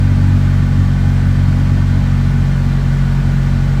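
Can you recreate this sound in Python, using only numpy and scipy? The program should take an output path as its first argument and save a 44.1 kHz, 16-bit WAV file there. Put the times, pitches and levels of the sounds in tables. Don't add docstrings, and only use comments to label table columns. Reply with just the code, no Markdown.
import sys
import numpy as np
from scipy import signal
from scipy.io import wavfile
from scipy.ndimage import uniform_filter1d

SR = 44100
rng = np.random.default_rng(int(sys.argv[2]) if len(sys.argv) > 2 else 0)


def to_wav(sig):
    pcm = np.clip(np.atleast_2d(sig), -1, 1) * 32767
    pcm = np.round(pcm).astype(np.int16)
    wavfile.write(sys.argv[1], SR, pcm.T)


N = 167580


def amp(db):
    return 10 ** (np.asarray(db) / 20)


def evened(x):
    return x / np.sqrt(np.mean(x ** 2) + 1e-20)


def read(points, hz):
    f, value = np.transpose(points)
    return np.interp(np.log(hz + 1), np.log(f + 1), value)


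def drift(rate_hz, count=24):
    t = np.arange(0, N + 64, 64) / SR
    slow = np.zeros(len(t))
    for f in np.linspace(rate_hz / count, rate_hz, count):
        slow += np.sin(2 * np.pi * (f * t + rng.random()))
    return np.interp(np.arange(N) / SR, t, evened(slow))


def controls():
    # t/s, firing rate/Hz
    speed_points = [(0, 47.3), (.45, 47.1), (.85, 46.6), (1.3, 46.6), (1.7, 46.9), (2.05, 46.7),
                    (2.3, 46.3), (2.8, 45.9), (3.8, 45.9)]
    # t/s, level/dB
    boom_points = [(0.05, -13), (0.36, -12), (0.39, -16), (0.47, -14), (0.75, -16), (0.79, -11),
                   (0.99, -18), (1.04, -12), (1.19, -17), (1.3, -12), (1.35, -18), (1.4, -14), (1.95, -15),
                   (1.98, -12), (2.02, -19), (2.08, -15), (2.29, -17), (2.32, -23), (2.41, -15),
                   (2.53, -23), (2.69, -16), (2.78, -25), (2.86, -16), (2.96, -27), (3.13, -18),
                   (3.19, -33), (3.22, -21), (3.27, -16), (3.39, -26), (3.53, -17), (3.7, -24), (3.75, -19)]
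    boom_mean_db = -15.5
    t = np.arange(N) / SR
    rate = np.interp(t, *np.transpose(speed_points))
    turns = .5 + np.cumsum(rate) / SR
    boom_db = np.interp(t, *np.transpose(boom_points)) - boom_mean_db
    return rate, turns, boom_db


def hums(rate, turns, boom_db):
    # multiple of the firing rate, rms level/dB, share of the boom's change, waver/dB
    orders = [(1, -18, -0.089, 0.1), (2, -15.5, 1.08, -0.5), (3, -17, -0.21, 0.27), (4, -27, 0.13, 0.7),
              (5, -25.5, .2, 1.4), (6, -35.5, 1.6, 1.93), (7, -46.5, -0.44, 1.5), (9, -51, -0.67, 2.0)]
    waver_hz = 12
    cabin_hz = 252
    odd_lag_rad, even_lead_rad = .45, .8
    out = np.zeros(N)
    for k, db, share, waver_db in orders:
        cabin_lag = 4 * np.arctan((k * rate / cabin_hz) ** 8)
        lag = odd_lag_rad - even_lead_rad * (k % 2 == 0) + cabin_lag
        level_db = db + share * boom_db + waver_db * drift(waver_hz)
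        out += amp(level_db) * np.cos(2 * np.pi * k * turns - lag)
    return np.sqrt(2) * out


def thuds(turns):
    cylinder_offsets = [-0.2, 0.26, 0.68, -0.55]
    # f/Hz, relative level/dB
    cabin_colour = [(20, -49), (36, -36), (47, -12), (58, 3.5), (72, -7.5), (85, -5.5), (105, -2.5),
                    (125, -3.5), (145, -4), (165, 3.5), (180, -3), (200, -8.5), (222, -17), (252, -7),
                    (270, -19.5), (300, -18), (330, -16), (360, -22), (600, -63), (1500, -93.5)]
    scatter = 1.22
    rumble_share = 0.57
    thud_db = -24
    firing = turns.astype(int)
    chance = rng.standard_normal(firing[-1] + 1)
    strength = np.array(cylinder_offsets)[firing % 4] + scatter * chance[firing]
    clicks = strength * (np.diff(firing, prepend=0) > 0)
    shaking = rng.standard_normal(N)
    drive = (1 - rumble_share) * evened(clicks) + rumble_share * shaking

    hz = abs(np.fft.fftfreq(16384, 1 / SR))
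    log_gain = np.log(amp(read(cabin_colour, hz)))
    phase = -signal.hilbert(log_gain).imag
    cabin = np.fft.ifft(np.exp(log_gain + 1j * phase)).real[:8192]
    return amp(thud_db) * evened(signal.fftconvolve(drive, cabin)[:N])


def wash(turns):
    # f/Hz, relative level/dB per Hz
    wash_colour = [(200, -31), (340, -3), (454, -5.5), (577, -4), (710, -6), (821, -5), (1060, -6),
                   (1510, -5), (2640, -13.5), (4560, -18.5), (7860, -26), (10200, -34.5), (12100, -33.5),
                   (15600, -39.5)]
    wash_db, swell_db, swell_hz = -33.5, 0.21, 5.5
    panel_db, patch_db = 2.0, 0.43
    chuff = 0.029
    low_cut_hz = 330
    frames, hz = N // 512 + 5, np.fft.rfftfreq(2048, 1 / SR)
    a, b, patches = rng.standard_normal((frames, 1025, 3)).T
    patches = uniform_filter1d(uniform_filter1d(patches, 16, 0), 5, 1)
    patches = evened(patches)
    panels = panel_db * rng.standard_normal(1025)
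    colour_db = (read(wash_colour, hz) + panels)[:, None] + patch_db * patches
    spectrum = (a + 1j * b) * amp(colour_db) * (hz[:, None] > low_cut_hz)
    noise = evened(signal.istft(spectrum, nperseg=2048, noverlap=1536)[1][:N])
    breathing = 1 + chuff * np.cos(np.pi * turns)
    return amp(wash_db + swell_db * drift(swell_hz)) * noise * breathing


def rings(rate):
    # f/Hz, width/Hz, rms level/dB
    ring_table = [(522.4, 14, -55.5), (591.5, 41, -48), (655, 18, -53.5), (824, 37, -47), (959, 14, -50),
                  (1153, 37, -49), (1218, 11, -54.5), (1506, 54, -44), (1717, 53, -66), (1800, 40, -47),
                  (1970, 16, -51), (2133, 34, -51), (2432, 60, -54.5), (3140, 33, -55), (4620, 40, -59.5),
                  (7420, 1400, -62.5), (8100, 200, -70), (12000, 500, -73)]
    reference_hz = 46.9
    steady = .8
    out = np.zeros(N)
    for hz, width, db in ring_table:
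        pole = np.exp(-np.pi * width / SR)
        fuzz = rng.standard_normal(N) + 1j * rng.standard_normal(N)
        fuzz = signal.lfilter([1], np.convolve([1, -pole], [1, -pole]), fuzz)
        fuzz = fuzz / np.std(fuzz) + steady * (width < 100)
        carrier = np.exp(2j * np.pi * np.cumsum(hz * rate / reference_hz) / SR)
        out += amp(db) * evened((fuzz * carrier).real)
    return out


def scene():
    rate, turns, boom_db = controls()
    engine = hums(rate, turns, boom_db) + thuds(turns)
    return (engine + wash(turns) + rings(rate))[None]


def record(dry):
    edge_hz = 15750
    lowpass = signal.firwin(1023, edge_hz, window=("kaiser", 9), fs=SR)
    return signal.oaconvolve(dry, lowpass[None], "same")


dry = scene()
out = record(dry)
to_wav(out)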